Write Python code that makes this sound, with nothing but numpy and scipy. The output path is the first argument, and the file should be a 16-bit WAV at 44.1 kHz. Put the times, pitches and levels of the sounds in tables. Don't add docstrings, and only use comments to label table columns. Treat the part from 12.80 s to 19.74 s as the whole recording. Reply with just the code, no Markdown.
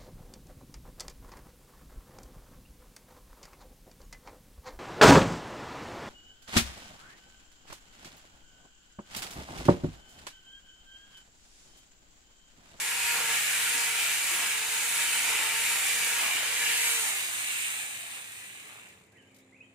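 import sys
import numpy as np
from scipy import signal
from scipy.fft import rfft, irfft, next_fast_len
from scipy.io import wavfile
from scipy.ndimage import uniform_filter1d, map_coordinates

SR = 44100
rng = np.random.default_rng(int(sys.argv[2]) if len(sys.argv) > 2 else 0)


def waveform_to_disk(signal):
    frames = np.transpose(np.atleast_2d(signal))
    scaled = np.clip(frames, -1, 1) * 32767
    samples = np.round(scaled).astype(np.int16)
    wavfile.write(sys.argv[1], SR, samples)


def elevation(decibels):
    levels = np.asarray(decibels, float)
    return 10 ** (levels / 20)


N = 306054

# frequency in Hz, level per Hz in dB.
GARDEN_COLOUR = [(15, -50), (30, -26), (86, -1), (216, -7), (361, -6), (688, -11.5), (1460, -19.5),
                 (2300, -10.5), (3200, -25), (5640, -32.5), (7200, -22.5), (10000, -30.5), (13000, -46),
                 (15600, -50)]
# frequency in Hz, likeness from 0 to 1.
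GARDEN_LIKENESS = [(60, 1), (180, 0.89), (550, 0.71), (1650, 0.02), (4970, 0.11), (15000, 0.02)]
# frequency in Hz, left minus right in dB.
GARDEN_LEAN = [(60, 0), (150, -1), (380, -2), (950, -0.5), (2380, 0), (5980, 4.5), (15000, -6)]
# centre in Hz, width in Hz, gain in dB.
INSECTS = (7100, 500, 5.2)
# pitch in Hz, wander in Hz, level in dB, start in seconds, end in seconds.
FAR_MACHINES = [
    (106, 5, -71, -1, 8),
    (200, 3, -74, -1, 8),
    (146, 3, -66, .25, 1),
    (264, 1.5, -67, 6.3, 8),
    (441, 3, -77, 5.8, 8),
    (352, 3, -76, 6.3, 8),
    (533, 2, -77, 6.3, 8),
]
# start in seconds, length in seconds, first
# pitch in Hz, last pitch in Hz, peak in dB.
BIRD_NOTES = [(6.155, .055, 15300, 13900, -78), (6.275, .04, 2000, 1980, -74),
              (6.31, .035, 2050, 2700, -74), (6.325, .045, 1580, 1750, -70), (6.352, .042, 1900, 3080, -62),
              (6.386, .05, 3080, 2850, -67), (6.36, .03, 1980, 1850, -59), (6.385, .11, 1800, 1600, -71),
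              (6.43, .075, 2600, 3030, -69), (6.505, .04, 2450, 2150, -69), (6.545, .06, 3500, 3900, -75),
              (6.573, .02, 2220, 2250, -67), (6.594, .026, 2240, 2120, -68), (6.608, .047, 3350, 4000, -74),
              (6.72, .026, 1980, 2220, -64), (6.74, .02, 2180, 2400, -55.5),
              (6.757, .02, 2430, 2720, -57.5), (6.777, .022, 2500, 2450, -65),
              (6.801, .02, 2400, 2600, -50.5), (6.812, .05, 2300, 1900, -72),
              (6.804, .036, 2450, 3130, -59), (6.838, .04, 3100, 3140, -70)]
# start in seconds, peak in dB, left minus right in dB.
TWIG_SNAPS = [(6.0844, -47, -1.0), (6.2594, -58, 0.5), (6.3194, -57, -4), (6.37, -62, 1.5),
              (6.42, -61, -1.5), (6.47, -62, 1.5), (6.51, -61, 0.5), (6.544, -49.5, 0.5), (6.561, -49.5, 4),
              (6.5844, -51, -2), (6.6014, -56, 1.0)]
# start in seconds, peak in dB, pitch in Hz.
BRANCH_BUMPS = [
    (.945, -45, 262),
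    (1.515, -44, 345),
    (2.59, -46, 310),
    (3.55, -50, 300),
    (5.84, -58, 420),
    (6.13, -56, 1720),
]
# start in seconds, length in seconds,
# turns per second lost each second.
CUTS = [
    (.34, .13, 144),
    (.53, .24, 33),
    (.77, .3, 15),
    (1.38, .18, 45),
    (1.56, .19, 164),
    (2.18, .29, 27),
    (2.47, .09, 225),
    (2.56, .12, 70),
    (3.4, .1, 150),
    (3.5, .14, 70),
]
# middle in
# seconds, half length in seconds, rise in dB.
BURSTS_AND_SWELLS = [
    (0.396, 0.057, 7),
    (0.512, .06, 3),
    (1.634, 0.097, 4),
    (2.484, 0.069, 5),
    (2.63, 0.094, 4),
    (3.43, 0.047, 5.5),
    (3.573, .11, 3.5),
    (5.38, .06, 3),
    (5.955, .09, 8),
    (6.17, 0.16, 7),
]
# time in seconds, nearness in dB, bar turned to the phone in dB.
HELD = [(.05, -2.5, 0.5), (.45, 0.95, -0.1), (.75, 1, 0.3), (1.2, 0.5, -0.3), (1.45, -0.5, 0.7),
        (1.62, 0.4, 0.2), (1.82, -1.5, .5), (2.02, -0.1, 1), (2.5, 1.5, -0.4), (2.75, 0, 0.1),
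        (3.0, 1.3, 0.6), (3.55, -0.2, -0.4), (3.78, .5, -.5), (4.02, 2, 0.6), (4.5, -1.5, .8),
        (4.8, 2, 0.5), (5.2, -1.4, 1), (6.0, 1.5, 0.5)]
# time in seconds, unbalance in dB, second order in dB.
GRIP = [(0.05, -63.5, -53), (.3, -61, -45), (.5, -55, -46), (.66, -67, -70), (1.0, -56, -49),
        (1.25, -62.5, -57), (1.5, -70, -55), (1.8, -58.5, -53), (2.15, -64, -49.5), (2.45, -60, -50.5),
        (2.85, -60, -48), (3.0, -60, -54), (3.12, -60, -61), (3.25, -63, -52.5), (3.39, -58, -45.5),
        (3.51, -69, -59), (3.75, -59, -57.5), (4.15, -55.5, -50.5)]
# frequency in Hz, level per Hz in dB.
WOOD_COLOUR = [(120, -26), (200, -17), (383, -14.5), (453, -10), (679, -7.5), (912, -1), (1120, -0.5),
               (1500, -0.5), (1950, -22), (3300, -120)]
# frequency in Hz, level per Hz in dB.
CASE_COLOURS = [
    [(740, -46.5), (1250, -18), (1370, -10), (1530, -9), (1660, -6.5), (1870, -3.5), (2310, -1), (3500, -11.5), (4550, -54), (7700, -120)],
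    [(740, -49), (1250, -23), (1540, -10), (1660, -6), (1860, -2), (2460, 0.5), (3410, -12), (3500, -18), (4550, -53), (7700, -120)],
]
# frequency in Hz, level per Hz in dB.
SPROCKET_COLOURS = [
    [(1940, -20.5), (3300, -3), (3730, 0.5), (5240, -3.5), (6300, -6.5), (8190, -12.5), (13900, -120)],
    [(1940, -28), (3300, -5), (3740, -1), (4460, -8.5), (5430, -12.5), (6300, -7.5), (8190, -27), (13900, -120)],
]
# frequency in Hz, level per Hz in dB.
BAR_COLOURS = [
    [(5000, -56), (6200, -7.5), (7400, -2), (9100, 1), (9800, -3.5), (11600, -3.5), (12200, -13.5), (13000, -7), (13500, -6.5), (14300, -13.5), (15000, -8), (15450, -7), (15650, -5)],
    [(5000, -50.5), (6200, -17), (7200, -2.5), (7800, -2), (8300, 2.5), (9200, -0.5), (9800, -5.5), (11200, -7.5), (12800, -13), (13700, -10), (14800, -14), (15450, -6), (15650, -21)],
]
# start in seconds, end in seconds.
POWER_TO_COAST = (3.9, 4.96)
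# frequency in Hz, width in Hz, gain in dB.
METAL_RINGS = [
    (752, 81, -3.5),
    (1679, 49, 1),
    (2024, 40, -19),
    (2337, 45, -2.5),
    (2570, 54, -2.5),
    (2816, 95, 0),
    (3030, 81, -3),
    (3740, 190, -16.5),
    (7120, 89, -3),
]
# time in seconds, left lag in milliseconds, left minus right in dB.
SAW_DIRECTION = [(0, 0.027, 0.5), (1.5, 0.024, 0), (3, 0.015, 0), (4, 0.067, -0.1), (4.6, 0.24, -0.5),
                 (6.94, 0.16, 1)]
# frequency in Hz, share from 0 to 1.
DIRECT_SHARE = [(300, 0.95), (700, 0.51), (1500, 0.53), (3000, 0.29), (7000, 0.2), (15000, 0)]
# frequency in Hz, left minus right in dB.
SAW_LEAN = [(100, -1), (300, 2.5), (650, -2.5), (1400, 0), (2800, -1), (5500, 4), (9500, -4), (14000, 0)]

FREE_HZ = 477


def unit(x):
    return x / np.sqrt(np.mean(x ** 2) + 1e-20)


def along(points, hz):
    f, v = np.transpose(points)
    return np.interp(np.log(hz + 1), np.log(f + 1), v)


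def curves(rows):
    s, *columns = np.transpose(rows)
    return [np.interp(np.arange(N) / SR, s, column) for column in columns]


def wobble(rate):
    at = np.arange(0, N + 16, 16)
    points = rng.standard_normal(int(N * rate / SR) + 4)
    return np.interp(np.arange(N), at, map_coordinates(points, [at * rate / SR]))


def lagged(x, tau_s):
    k = np.exp(-1 / (tau_s * SR))
    return signal.lfilter([1 - k], [1, -k], x)


def filtered(x, response):
    m = next_fast_len(N + 8192)
    return irfft(rfft(x, m) * response(np.fft.rfftfreq(m, 1 / SR)), m)[..., :N]


def leaned(x, table):
    return filtered(x, lambda f: elevation([along(table, f) / 2, -along(table, f) / 2]))


def scattered(x, t60):
    t = np.arange(SR // 3) / SR
    tail = rng.standard_normal((2, len(t))) * elevation(-60 * t / t60)
    tail = tail / np.linalg.norm(tail, axis=1, keepdims=True)
    return signal.fftconvolve(x[None], tail, axes=1)[:, :N]


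def far_machines():
    t = np.arange(N) / SR
    drone = np.zeros(N)
    for hz, wander_hz, db, start, end in FAR_MACHINES:
        gate = np.clip(np.minimum(t - start, end - t) / 0.1, 0, 1)
        level = elevation(db + 3 + 1.5 * wobble(6))
        drone += gate * level * np.sin(2 * np.pi * np.cumsum(hz + wander_hz * wobble(8)) / SR)
    return drone


def garden():
    insect_hz, width_hz, insect_db = INSECTS

    def colour(f):
        return elevation(along(GARDEN_COLOUR, f) + insect_db * np.exp(-((f - insect_hz) / width_hz) ** 2))

    def middle_and_side(f):
        angle = np.arccos(np.clip(along(GARDEN_LIKENESS, f), -1, 1)) / 2
        return colour(f) * [np.cos(angle), np.sin(angle)]

    mid, side = filtered(rng.standard_normal((2, N)), middle_and_side)
    air = elevation(-61.5 + 0.87 * wobble(1.9)) * unit(np.array([mid + side, mid - side]))
    return leaned(air, GARDEN_LEAN) + far_machines()


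def birds():
    glide_s, attack_s, release_s, sag_db_per_s = 0.034, 0.007, 0.01, 130
    song = np.zeros(N)
    tremble = 1 + 0.012 * wobble(180)
    flutter_db = 3 * wobble(110)
    for s, length, from_hz, to_hz, db in BIRD_NOTES:
        t = np.arange(round(length * SR)) / SR
        here = slice(round(s * SR), round(s * SR) + len(t))
        glide = np.sin(np.pi / 2 * np.clip(t / min(glide_s, length), 0, 1)) ** 2
        hz = from_hz + (to_hz - from_hz) * glide
        gate = np.clip(np.minimum(t / attack_s, (length - t) / release_s), 0, 1)
        level = gate * elevation(db + 4 - sag_db_per_s * t + flutter_db[here])
        song[here] += level * np.sin(2 * np.pi * np.cumsum(hz * tremble[here]) / SR)
    return song * elevation([[-2.5], [0.6]]) + elevation(-1.0) * scattered(song, t60=0.4)


def twig():
    out = np.zeros((2, N + SR))
    t = np.arange(SR // 10) / SR
    snap_and_rustle = elevation(-60 * t / 0.042) + 0.46 * elevation(-60 * t / 0.15)
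    shape = snap_and_rustle * (1 - np.exp(-t / 0.002))
    for s, db, pan in TWIG_SNAPS:
        level = elevation(db + 2 + np.array([[pan / 2], [-pan / 2]]))
        out[:, round(s * SR):][:, :len(t)] += level * shape * rng.standard_normal((2, len(t)))
    return filtered(out[:, :N], lambda f: f / (f + 4000) / (1 + (f / 11000) ** 2))


def bumps():
    out = np.zeros(N + SR)
    t = np.arange(SR // 8) / SR
    for s, db, hz in BRANCH_BUMPS:
        shape = elevation(db + 2 - 60 * t / 0.14) * (1 - np.exp(-t / 0.005))
        out[round(s * SR):][:len(t)] += shape * np.sin(2 * np.pi * hz * t)
    return out[:N]


def drag():
    t = np.arange(N) / SR
    return sum(rate * ((t >= s) & (t < s + length)) for s, length, rate in CUTS)


def armature():
    recover_s, first_sag_hz = 0.43, 12.5
    off_s, coast_s = 4.155, 1.7
    friction_hz = 185
    t = np.arange(N) / SR
    sag = recover_s * lagged(drag(), recover_s) + first_sag_hz * np.exp(-t / recover_s)
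    off = np.clip(t - off_s, 0, None)
    speed = (FREE_HZ - sag + friction_hz) * np.exp(-off / coast_s) - friction_hz
    return np.clip(speed, 4, None), sag, off


def motor():
    speed, sag, off = armature()
    slow_db = 20 * np.log10((speed + sag) / FREE_HZ)
    unbalance_db, second_db = curves(GRIP)
    unbalance_db = unbalance_db + 6.5 * slow_db
    second_db = second_db + 5 * slow_db
    bars_db = -42 + 0.8 * sum(curves(HELD)) - 0.0105 * sag ** 2 - 260 * off
    unsteady = 1 + 0.0018 * wobble(200) + 0.0013 * wobble(30)
    turn = 2 * np.pi * np.cumsum(speed * unsteady) / SR
    lines = [(1, unbalance_db + 1.5), (2, second_db - 1), (3, second_db - 3),
             (12, bars_db - 9.5), (24, bars_db + 1.5)]
    tone = sum(elevation(db + 0.95 * wobble(40)) * np.sin(order * turn) for order, db in lines)
    return np.sqrt(2) * tone, speed


def swells():
    t = np.arange(N) / SR
    return sum(db * np.exp(-((t - s) / half_s) ** 2) for s, half_s, db in BURSTS_AND_SWELLS)


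def knocks(speed, per_turn, spread_db, hiss):
    chance = per_turn * speed / SR
    struck = rng.random((3, N)) < chance
    strength = elevation(spread_db * rng.standard_normal((3, N)))
    blows = struck * strength * rng.choice([-1, 1], (3, N))
    return unit(blows / np.sqrt(chance)) + hiss * rng.standard_normal((3, N))


def ringing(x, drift_db):
    hz, _, z = signal.stft(x, SR, nperseg=1024)
    rings = 1
    for centre, width, db in METAL_RINGS:
        rings = rings + elevation(db) * 1j * hz * width / (centre * centre - hz * hz + 1j * hz * width)
    field = uniform_filter1d(rng.standard_normal(z.shape[1:]), size=2, axis=0)
    field = uniform_filter1d(field, size=12, axis=1)
    z = z * abs(rings)[:, None] * elevation(drift_db * unit(field))
    return signal.istft(z, SR, nperseg=1024)[1][:, :N]


def saw(speed):
    near_db, aim_db = curves(HELD)
    speed_db = 20 * np.log10(speed / FREE_HZ)
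    wood_db = -46 + speed_db + swells() + 0.24 * near_db
    case_db = -34 + 1.03 * speed_db + near_db - aim_db
    sprocket_db = -37.5 + 1.1 * speed_db + 0.64 * near_db
    bar_db = -31.5 + 1.24 * speed_db + near_db + aim_db
    coasting_share = np.interp(np.arange(N) / SR, POWER_TO_COAST, [0, 1])

    def tint(drive, colour):
        return unit(filtered(drive, lambda f: elevation(along(colour, f))))

    def power_to_coast(drive, colours):
        return (1 - coasting_share) * tint(drive, colours[0]) + coasting_share * tint(drive, colours[1])

    shake_db = 0.5 * wobble(14) + 0.1 * wobble(80)
    teeth = knocks(speed, 1.5, spread_db=2.5, hiss=0.94)
    gears = knocks(speed, 3.5, spread_db=3, hiss=1.23)
    links = knocks(speed, 7.5, spread_db=3, hiss=1.15)
    wood = elevation(wood_db) * tint(teeth, WOOD_COLOUR)
    case = elevation(case_db + 0.35 * wobble(9.8)) * power_to_coast(gears, CASE_COLOURS)
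    sprocket = elevation(sprocket_db) * power_to_coast(links, SPROCKET_COLOURS)
    bar = elevation(bar_db) * power_to_coast(links, BAR_COLOURS)
    return elevation(shake_db) * ringing(wood + case + sprocket + bar, drift_db=2.0)


def ports(tone, noise):
    lag_ms, pan_db = curves(SAW_DIRECTION)
    half_lag = lag_ms * SR / 2000

    def share(f):
        return np.clip(along(DIRECT_SHARE, f), 0, 1)

    source = tone + filtered(noise[0], lambda f: np.sqrt(share(f)))
    direct = np.array([map_coordinates(source, [np.arange(N) - way * half_lag], order=3) for way in (1, -1)])
    wet_noise = filtered(noise[1:], lambda f: np.sqrt(1 - share(f)))
    wet_tone = elevation(-11) * tone * np.array([wobble(25), wobble(25)])
    return leaned(direct + wet_noise + wet_tone, SAW_LEAN) * elevation([pan_db / 2, -pan_db / 2])


def scene():
    background = garden() + birds() + twig()
    tone, speed = motor()
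    return background + ports(tone + bumps(), saw(speed))


def top_cut(x):
    return signal.sosfilt(signal.butter(12, 16860, fs=SR, output="sos"), x)


def record(dry):
    def response(f):
        top = np.sin(np.pi / 2 * np.clip((15600 - f) / 100, 0, 1)) ** 2
        return top * f ** 2 / (f ** 2 + 45 ** 2)

    heard = filtered(dry, response)
    return top_cut(heard)


dry = scene()
out = record(dry)
waveform_to_disk(out)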